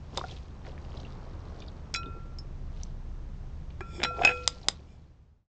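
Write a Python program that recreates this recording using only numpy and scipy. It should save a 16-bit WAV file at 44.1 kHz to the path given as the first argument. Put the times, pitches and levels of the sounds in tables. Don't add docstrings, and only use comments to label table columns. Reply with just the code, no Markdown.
import sys
import numpy as np
from scipy import signal
from scipy.fft import rfft, irfft, next_fast_len
from scipy.io import wavfile
from scipy.ndimage import map_coordinates

SR = 44100
rng = np.random.default_rng(int(sys.argv[2]) if len(sys.argv) > 2 else 0)


def dump(signal):
    limited = np.clip(np.atleast_2d(signal).T, -1, 1)
    pcm = np.round(limited * 32767).astype(np.int16)
    wavfile.write(sys.argv[1], SR, pcm)


N = 243873
TIME = np.arange(N) / SR
RISE_OCTAVES = 0.069
KNOCK_OCTAVES = 0.81

# (frequency [Hz], relative level [dB])
ROOM_SPECTRUM = [(25, -7.5), (45, -1.5), (62, 1.5), (100, -6), (130, -4), (190, -12.5), (290, -20.5),
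                 (860, -31), (2200, -40.5), (6500, -48), (9000, -62)]
# (time [s], level [dB])
ENGINE_LEVELS = [(.3, -53.5), (1.2, -45.5), (1.7, -50), (2.75, -38), (3.65, -43.5), (3.9, -52), (5, -56.5)]
# (frequency [Hz], t60 [s])
WALL_DECAY = [(300, 0.26), (2000, 0.17), (9000, 0.11)]
# (time [s], level [dB])
LAP_LEVELS = [(.45, -60), (.9, -53.5), (1.35, -53), (2.5, -61.5), (3.75, -65.5), (4.6, -62.5), (4.9, -65.5)]
# (time [s], churn [dB], fizz before trim [dB], 20 dB rise [s], 20 dB fall [s])
WATER_STIRS = [(0.178, -38.5, -45.5, 0.06, 0.07), (0.32, -55, -51, 0.28, 0.17),
               (0.675, -48, -57.5, .06, 0.1), (1.0, -54.5, -59, 0.56, 0.5), (1.6, -56, -63, 0.5, 0.42),
               (2.81, -61.5, -60.5, 0.17, 0.17), (4.03, -38.5, -56, 0.0639, 0.05),
               (4.206, -37, -57, .09, 0.13), (4.275, -32, -43, 0.0931, 0.04), (4.46, -60, -53, .35, 0.5),
               (4.66, -52.5, -58, 0.5, 0.4)]
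# (frequency [Hz], relative level [dB])
LAP_SPECTRUM = [(120, -19.5), (220, 2.5), (600, -6), (1100, -4), (2000, -15), (3500, -26.5), (8000, -53)]
# (frequency [Hz], relative level [dB])
CHURN_SPECTRUM = [(150, -22.5), (350, -0.5), (740, -1), (2000, -12.5), (8000, -51)]
# (frequency [Hz], relative level [dB])
FIZZ_SPECTRUM = [(800, -28), (2000, 2.5), (3500, 1), (5200, 0), (7000, -4), (9000, -21)]
# (peak time [s], level [dB], 20 dB fall [s])
BURBLE_RUNS = [(.145, -46.5, .04), (2.06, -46.5, 0.4), (3.97, -47.5, 0.7)]
# (time [s], level of the first 3 ms [dB], tilt [dB/octave], thud [dB])
CLINK_HITS = [(0.1742, -26.5, -5, -44), (4.0364, -24, -3, -25.5), (4.2503, -23.5, -3, -28),
              (4.4766, -13, 1.4, -25), (4.6850, -11.5, -1, -13)]
# (frequency [Hz], width [Hz], relative level [dB])
CLINK_RESONANCES = [(720, 780, -15), (1165, 290, -22.5), (1980, 290, -25), (3654, 570, -2.5),
                    (4960, 263, -8.5), (6200, 450, -12), (7235, 400, -10.5)]
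# (frequency [Hz], relative level [dB])
THUD_SPECTRUM = [(60, -10), (380, -2), (560, -5.5), (780, 6), (1150, -9), (1450, 5), (2300, 1.5),
                 (2850, -6), (3300, 1.5), (3650, -6), (4400, -21), (8500, -36), (11000, -72.5)]
# (time [s], level [dB], pitch [Hz], t60 [s])
BUBBLE_RINGS = [(.1745, -20.5, 3650, 0.022), (0.1821, -23.5, 1000, 0.0087), (0.2127, -26, 1130, 0.015),
                (0.24, -31, 1384, 0.032), (.240, -28.5, 725, 0.039), (1.050, -41.5, 2680, 0.026),
                (2.032, -33.5, 2800, 0.0055), (2.059, -47, 3600, 0.05), (2.834, -29.5, 6070, 0.0067)]
# (time [s], peak [dB], centre pitch [Hz])
SPLASH_CLUSTERS = [(0.31, -36, 4050), (0.97, -41.5, 3630), (0.997, -41.5, 4240), (1.601, -43.5, 4740),
                   (1.619, -39.5, 3340), (1.678, -39.5, 4140), (3.702, -47, 3280), (4.629, -41, 4450)]
# (time [s], peak [dB])
SURFACE_POPS = [(.650, -40.5), (.667, -36.5), (0.779, -39.5), (4.002, -26), (4.018, -24.5), (4.0536, -17.5),
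                (4.192, -31.5)]
# (time [s], thud [dB], free ring [dB], pressed ring [dB], band centre [Hz])
BOWL_KNOCKS = [(1.941, -31, -33.5, -27, 5100), (1.948, -31, -28, -31.5, 1870),
               (1.960, -38, -30, -34.5, 4600), (3.807, -26.5, -41.5, -33, 1410),
               (4.032, -20, -32.5, -25, 3300), (4.037, -15, -29, -27, 4120), (4.048, -15, -22, -33, 877)]
# (frequency [Hz], relative level [dB], t60 [s])
FREE_MODES = [(494, -10, 0.67), (1362, -3.5, 0.79), (2527, -3, 0.39), (3995, -4, .125), (5540, -5, 0.12),
              (7350, -11.5, 0.12)]
# (frequency [Hz], width [Hz], relative level [dB])
PRESSED_MODES = [(2370, 29, 1.5), (3410, 52, 1.5), (4800, 100, -3.5), (5240, 45, -1), (6744, 47, -3.5),
                 (7403, 80, -6.5)]
# (frequency [Hz], relative level [dB], t60 [s])
RIM_MODES = [(5000, -3.5, 0.061), (5310, 3, 0.079), (6670, -14.5, 0.05)]
# (peak time [s], peak [dB], pitch [Hz], swell [s])
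NOSTRIL_BUBBLES = [(3.815, -36, 370, 0.0065), (4.0, -35, 350, 0.0087), (4.111, -37, 690, 0.0052),
                   (4.2195, -18, 725, 0.0052), (4.2525, -21, 770, 0.0055)]
# (peak time [s], level [dB])
AIR_PUFFS = [(3.966, -49.5), (4.28, -46.5), (4.919, -63.5)]
# (time [s], thud [dB], held note [dB], free ring [dB], band centre [Hz])
COLLAPSES = [(4.221, -24.5, -38.5, -47, 1417), (4.235, -20.5, -28.5, -34, 1400),
             (4.2494, -9, -13.5, -27, 1397), (4.2737, -17.5, -12.5, -34, 500),
             (4.292, -18, -25, -27.5, 490), (4.303, -26.5, -41, -44.5, 1414),
             (4.313, -26.5, -43, -28, 2546)]


def amp(db):
    return 10 ** (np.asarray(db) / 20)


def unit(x):
    return x / np.sqrt(np.mean(x ** 2) + 1e-20)


def crest(x):
    return x / (np.abs(x).max() + 1e-20)


def dying(t, t60):
    return np.exp(-np.log(1000) * t / t60)


def swell(s, rise_s, fall_s):
    return amp(-20 * np.maximum((s - TIME) / rise_s, (TIME - s) / fall_s))


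def along(points, hz):
    frequencies, values = np.transpose(points)
    return np.interp(np.log(hz + 1), np.log(frequencies + 1), values)


def envelope(points):
    return amp(np.interp(TIME, *np.transpose(points)))


def wobble(rate):
    return map_coordinates(rng.standard_normal(int(N * rate / SR) + 4), [TIME * rate])


def unrest(t, rate, knots=400):
    return np.interp(t * rate, np.arange(knots), rng.standard_normal(knots))


def tone(hz):
    return np.sin(2 * np.pi * np.cumsum(hz) / SR)


def add(track, s, sound):
    part = track[max(round(s * SR), 0):][:len(sound)]
    part += sound[:len(part)]


def filtered(x, gain):
    size = next_fast_len(N + SR // 2)
    return irfft(rfft(x, size) * gain(np.fft.rfftfreq(size, 1 / SR)), size)[:N]


def coloured(x, spectrum):
    return unit(filtered(x, lambda hz: amp(along(spectrum, hz))))


def excited(hz, centre_hz, octaves, skirt_db=-22):
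    return np.maximum(np.exp(-(np.log2((hz + 1) / centre_hz) / octaves) ** 2), amp(skirt_db))


def far_engine(firing_hz=29.9, second_db=-12, drift_radians=1.1):
    phase = 2 * np.pi * firing_hz * TIME + drift_radians * wobble(3.1)
    drone = np.sin(phase) + amp(second_db) * np.sin(2 * phase + wobble(2.4))
    return np.sqrt(2) * envelope(ENGINE_LEVELS) * drone


def room_tone(rumble_db=-44.0, hum_db=-49, hum_hz=75.7):
    hum_gain = np.sqrt(2) * amp(hum_db + 1.3 * wobble(2.6))
    hum = hum_gain * np.sin(2 * np.pi * hum_hz * TIME + 0.56 * wobble(1.4))
    return hum + amp(rumble_db) * coloured(rng.standard_normal(N), ROOM_SPECTRUM)


def swarm(hz, spread, cycles, uneven_db, count, size=512):
    start = rng.integers(0, N, (count, 1))
    pitch = hz * np.exp(spread * rng.standard_normal((count, 1)))
    strength = amp(uneven_db * np.minimum(rng.exponential(size=(count, 1)), 3))
    turns = pitch * np.arange(size) / SR
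    rings = strength * np.sin(2 * np.pi * turns * (1 + turns / cycles / 10)) * dying(turns, cycles)
    return unit(np.bincount((start + np.arange(size)).ravel(), rings.ravel(), N + size)[:N])


def water(lap_fizz_db=-20, fizz_trim_db=-2, wash=0.77):
    lap_gain = envelope(LAP_LEVELS)
    churn_gain, fizz_gain = 0, amp(lap_fizz_db) * lap_gain
    for s, churn_db, fizz_db, rise_s, fall_s in WATER_STIRS:
        stir = swell(s, rise_s, fall_s)
        churn_gain = np.hypot(churn_gain, amp(churn_db) * stir)
        fizz_gain = np.hypot(fizz_gain, amp(fizz_db) * stir)
    large = swarm(hz=790, spread=0.4, cycles=3.7, uneven_db=2.5, count=1800)
    tiny = swarm(hz=4240, spread=0.22, cycles=16, uneven_db=6.5, count=2600, size=128)
    lap = coloured(large + 4 * wash * rng.standard_normal(N), LAP_SPECTRUM)
    stirred = swarm(hz=731, spread=0.4, cycles=11, uneven_db=3.5, count=1500)
    churn = coloured(stirred + wash * rng.standard_normal(N), CHURN_SPECTRUM)
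    fizz = coloured(tiny + 1.8 * wash * rng.standard_normal(N), FIZZ_SPECTRUM)
    return lap_gain * lap + churn_gain * churn + amp(fizz_trim_db) * fizz_gain * fizz


def burble(rise_s=0.068):
    flow = sum(amp(db) * swell(s, rise_s, fall_s) for s, db, fall_s in BURBLE_RUNS)
    return flow * swarm(hz=335, spread=0.14, cycles=13, uneven_db=1.5, count=400, size=1200)


def clinks(rise_s=0.00047, crack_gain=0.065, crack_t60=0.024):
    out, t = np.zeros(N), np.arange(SR // 20) / SR
    hz, width, mode_db = np.transpose(CLINK_RESONANCES)[:, :, None]
    sides = (-1) ** np.arange(len(hz))[:, None]
    modes = sides * np.exp(-np.pi * width * t) * np.sin(2 * np.pi * hz * t)
    for s, db, tilt_db, thud_db in CLINK_HITS:
        gains = amp(mode_db + tilt_db * np.log2(hz / hz.mean()))
        crack = crack_gain * dying(t, crack_t60) * rng.standard_normal(len(t))
        burst = ((gains * modes).sum(0) + crack) * (1 - np.exp(-(t / rise_s) ** 2))
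        add(out, s, amp(db) * burst / burst[t < 0.003].std())
        add(out, s, thud(thud_db, splash=0.017, splash_t60=0.0066))
    return out


def thud(db, splash, splash_t60, dull_above_hz=2520, dulling=0.22, size=2048):
    hz = np.fft.rfftfreq(size, 1 / SR)
    dull_db = dulling * db * np.log2(np.clip(hz / dull_above_hz, 1, 2))
    cepstrum = irfft(np.log(amp(along(THUD_SPECTRUM, hz) + dull_db)))
    fold = np.r_[1, np.full(size // 2 - 1, 2), np.zeros(size // 2)]
    response = np.exp(rfft(cepstrum * fold))
    force = splash * rng.standard_normal(size) * dying(np.arange(size) / SR, splash_t60)
    force[0] = 1
    return amp(db) * crest(irfft(response * rfft(force)))


def walls(sound):
    hz, t, noise = signal.stft(rng.standard_normal(SR // 2), SR, nperseg=256)
    tail = signal.istft(noise * dying(t, along(WALL_DECAY, hz)[:, None]), SR, nperseg=256)[1]
    return signal.fftconvolve(sound, tail / np.linalg.norm(tail))[:N]


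def bubbles(waver_octaves=0.032, speak_cycles=0.7, tick_db=-9.5, tick_t60=0.026):
    out, t = np.zeros(N), np.arange(SR // 5) / SR
    for s, db, hz, t60 in BUBBLE_RINGS:
        pitch = hz * 2 ** (RISE_OCTAVES * np.minimum(t / t60, 1) + waver_octaves * unrest(t, hz / 5))
        shape = crest(dying(t, t60) * (1 - np.exp(-(hz * t / speak_cycles) ** 2)))
        tick = amp(tick_db) * dying(t, tick_t60) * unrest(t, hz / 2, knots=800)
        add(out, s, amp(db) * (shape + tick) * tone(pitch))
    return out


def splashes(spread=0.17, cycles=30, scatter_s=0.0049, speak_cycles=3.5, count=12):
    out, t = np.zeros(N), np.arange(SR // 16) / SR
    for s, db, hz in SPLASH_CLUSTERS:
        lateness = np.sort(rng.exponential(size=(count, 1)), axis=0)
        pitch = hz * np.exp(spread * rng.standard_normal((count, 1)))
        turns = pitch * np.maximum(t - scatter_s * lateness, 0)
        shape = np.exp(-lateness / 2) * (1 - np.exp(-(turns / speak_cycles) ** 2)) * dying(turns, cycles)
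        glide = 2 ** (RISE_OCTAVES * np.minimum(turns / cycles, 1))
        add(out, s, amp(db) * crest((shape * np.sin(2 * np.pi * turns * glide)).sum(0)))
    return out


def pops():
    out = np.zeros(N)
    for s, db in SURFACE_POPS:
        add(out, s, thud(db, splash=0.085, splash_t60=0.043))
    return out


def knocks():
    out, t = np.zeros(N), np.arange(SR // 8) / SR
    for s, thud_db, ring_db, pressed_db, centre_hz in BOWL_KNOCKS:
        rattle = pressed_ring(t, centre_hz)
        add(out, s, amp(ring_db) * free_ring(centre_hz, KNOCK_OCTAVES))
        add(out, s, amp(pressed_db) * (rattle + scrape(t, centre_hz)))
        add(out, s, thud(thud_db, splash=0.11, splash_t60=0.013))
    return out


def pressed_ring(t, centre_hz=None, broaden=1, slip_octaves=0.017, slip_rate=300):
    hz, width, db = np.transpose(PRESSED_MODES)[:, :, None]
    drive = 1 if centre_hz is None else excited(hz, centre_hz, KNOCK_OCTAVES)
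    modes = np.array([tone(mode_hz * 2 ** (slip_octaves * unrest(t, slip_rate))) for mode_hz in hz])
    return (drive * amp(db) * np.exp(-np.pi * broaden * width * t) * modes).sum(0)


def free_ring(centre_hz, octaves, waver_octaves=0.0032, waver_rate=25.4):
    t = np.arange(SR) / SR
    hz, mode_db, t60 = np.transpose(FREE_MODES)[:, :, None]
    turns = hz * np.cumsum(2 ** (waver_octaves * unrest(t, waver_rate))) / SR
    sides = (-1) ** np.arange(len(hz))[:, None]
    gains = sides * excited(hz, centre_hz, octaves) * amp(mode_db)
    return (gains * dying(t, t60) * np.sin(2 * np.pi * turns)).sum(0)


def scrape(t, centre_hz, db=-3, t60=0.039, octaves=0.58, grain_db=5):
    grit = rng.standard_normal(len(t)) * amp(grain_db * unrest(t, 810))
    band = excited(np.fft.rfftfreq(len(t), 1 / SR), centre_hz, octaves, skirt_db=-40)
    return amp(db) * unit(irfft(rfft(grit) * band, len(t))) * dying(t, t60)


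def plink(s=2.3865, db=-41, tick_db=-14):
    out, t = np.zeros(N), np.arange(SR // 5) / SR
    hz, mode_db, t60 = np.transpose(RIM_MODES)[:, :, None]
    tones = (amp(mode_db) * dying(t, t60) * np.sin(2 * np.pi * hz * t)).sum(0)
    add(out, s, amp(db) * (tones + amp(tick_db) * scrape(t, hz.mean())))
    return out


def nostril_bubbles(waver_octaves=0.031, octaves_per_s=2.4):
    out, t = np.zeros(N), np.arange(SR // 5) / SR
    from_peak = t - t.mean()
    for s, db, hz, swell_s in NOSTRIL_BUBBLES:
        shape = np.exp(-(from_peak / swell_s) ** 2)
        pitch = hz * 2 ** (octaves_per_s * from_peak + waver_octaves * unrest(t, hz / 4))
        add(out, s - t.mean(), amp(db) * shape * tone(pitch))
    return out


def air_puffs(spray_db=-13, tilt_db_per_octave=0.5, drift_octaves=0.018, drift_rate=22):
    ring = pressed_ring(np.arange(SR // 8) / SR, broaden=1.4)
    hiss = unit(signal.fftconvolve(rng.standard_normal(N), ring)[:N])
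    drift = 2 ** (drift_octaves * unrest(TIME, drift_rate))
    hiss = np.interp(np.cumsum(drift), np.arange(N), hiss)
    spray = amp(spray_db) * rng.standard_normal(N)
    breath = unit(filtered(hiss + spray, lambda hz: amp(tilt_db_per_octave * np.log2(hz + 1))))
    return breath * sum(amp(db) * swell(s, rise_s=0.11, fall_s=0.15) for s, db in AIR_PUFFS)


def gurgle(held_hz=2540, held_t60=0.14, choke_t60=0.0065, jolt_db=6.5, jolt_t60=0.045, overtones_db=-12.5):
    out, t = np.zeros(N), np.arange(SR // 4) / SR
    overtones = amp(overtones_db) * pressed_ring(t, centre_hz=5200)
    note = np.sin(2 * np.pi * held_hz * t) * (1 - np.exp(-held_hz * t))
    next_times = [row[0] for row in COLLAPSES[1:]] + [np.inf]
    for (s, thud_db, note_db, ring_db, centre_hz), next_s in zip(COLLAPSES, next_times):
        held = amp(note_db) * dying(t, held_t60) * dying(np.maximum(s + t - next_s, 0), choke_t60)
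        jolt = amp(2 * thud_db + jolt_db)
        add(out, s, (held + jolt * dying(t, jolt_t60)) * note + jolt * overtones)
        add(out, s, amp(thud_db) * air_pocket(t))
        add(out, s, amp(ring_db) * free_ring(centre_hz, octaves=0.35))
        add(out, s, thud(thud_db, splash=0.11, splash_t60=0.05))
    return out


def air_pocket(t, hz=730, t60=0.051, relative_db=-15.5, waver_octaves=0.083):
    return amp(relative_db) * dying(t, t60) * tone(hz * 2 ** (waver_octaves * unrest(t, 60)))


def scene(walls_db=-18):
    bowl = knocks() + gurgle() + clinks() + pops() + bubbles() + nostril_bubbles() + splashes() + plink()
    reflections = amp(walls_db) * walls(bowl)
    water_and_breath = water() + burble() + air_puffs()
    return (bowl + reflections + water_and_breath + far_engine() + room_tone())[None]


def record(dry, fade_start_s=4.32, silent_s=5.473, top_hz=8500):
    fade = np.interp(TIME, (fade_start_s, silent_s), (1, 0))
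    return filtered(dry[0] * fade, lambda hz: 1 / np.sqrt(1 + (hz / top_hz) ** 100))[None]


dry = scene()
out = record(dry)
dump(out)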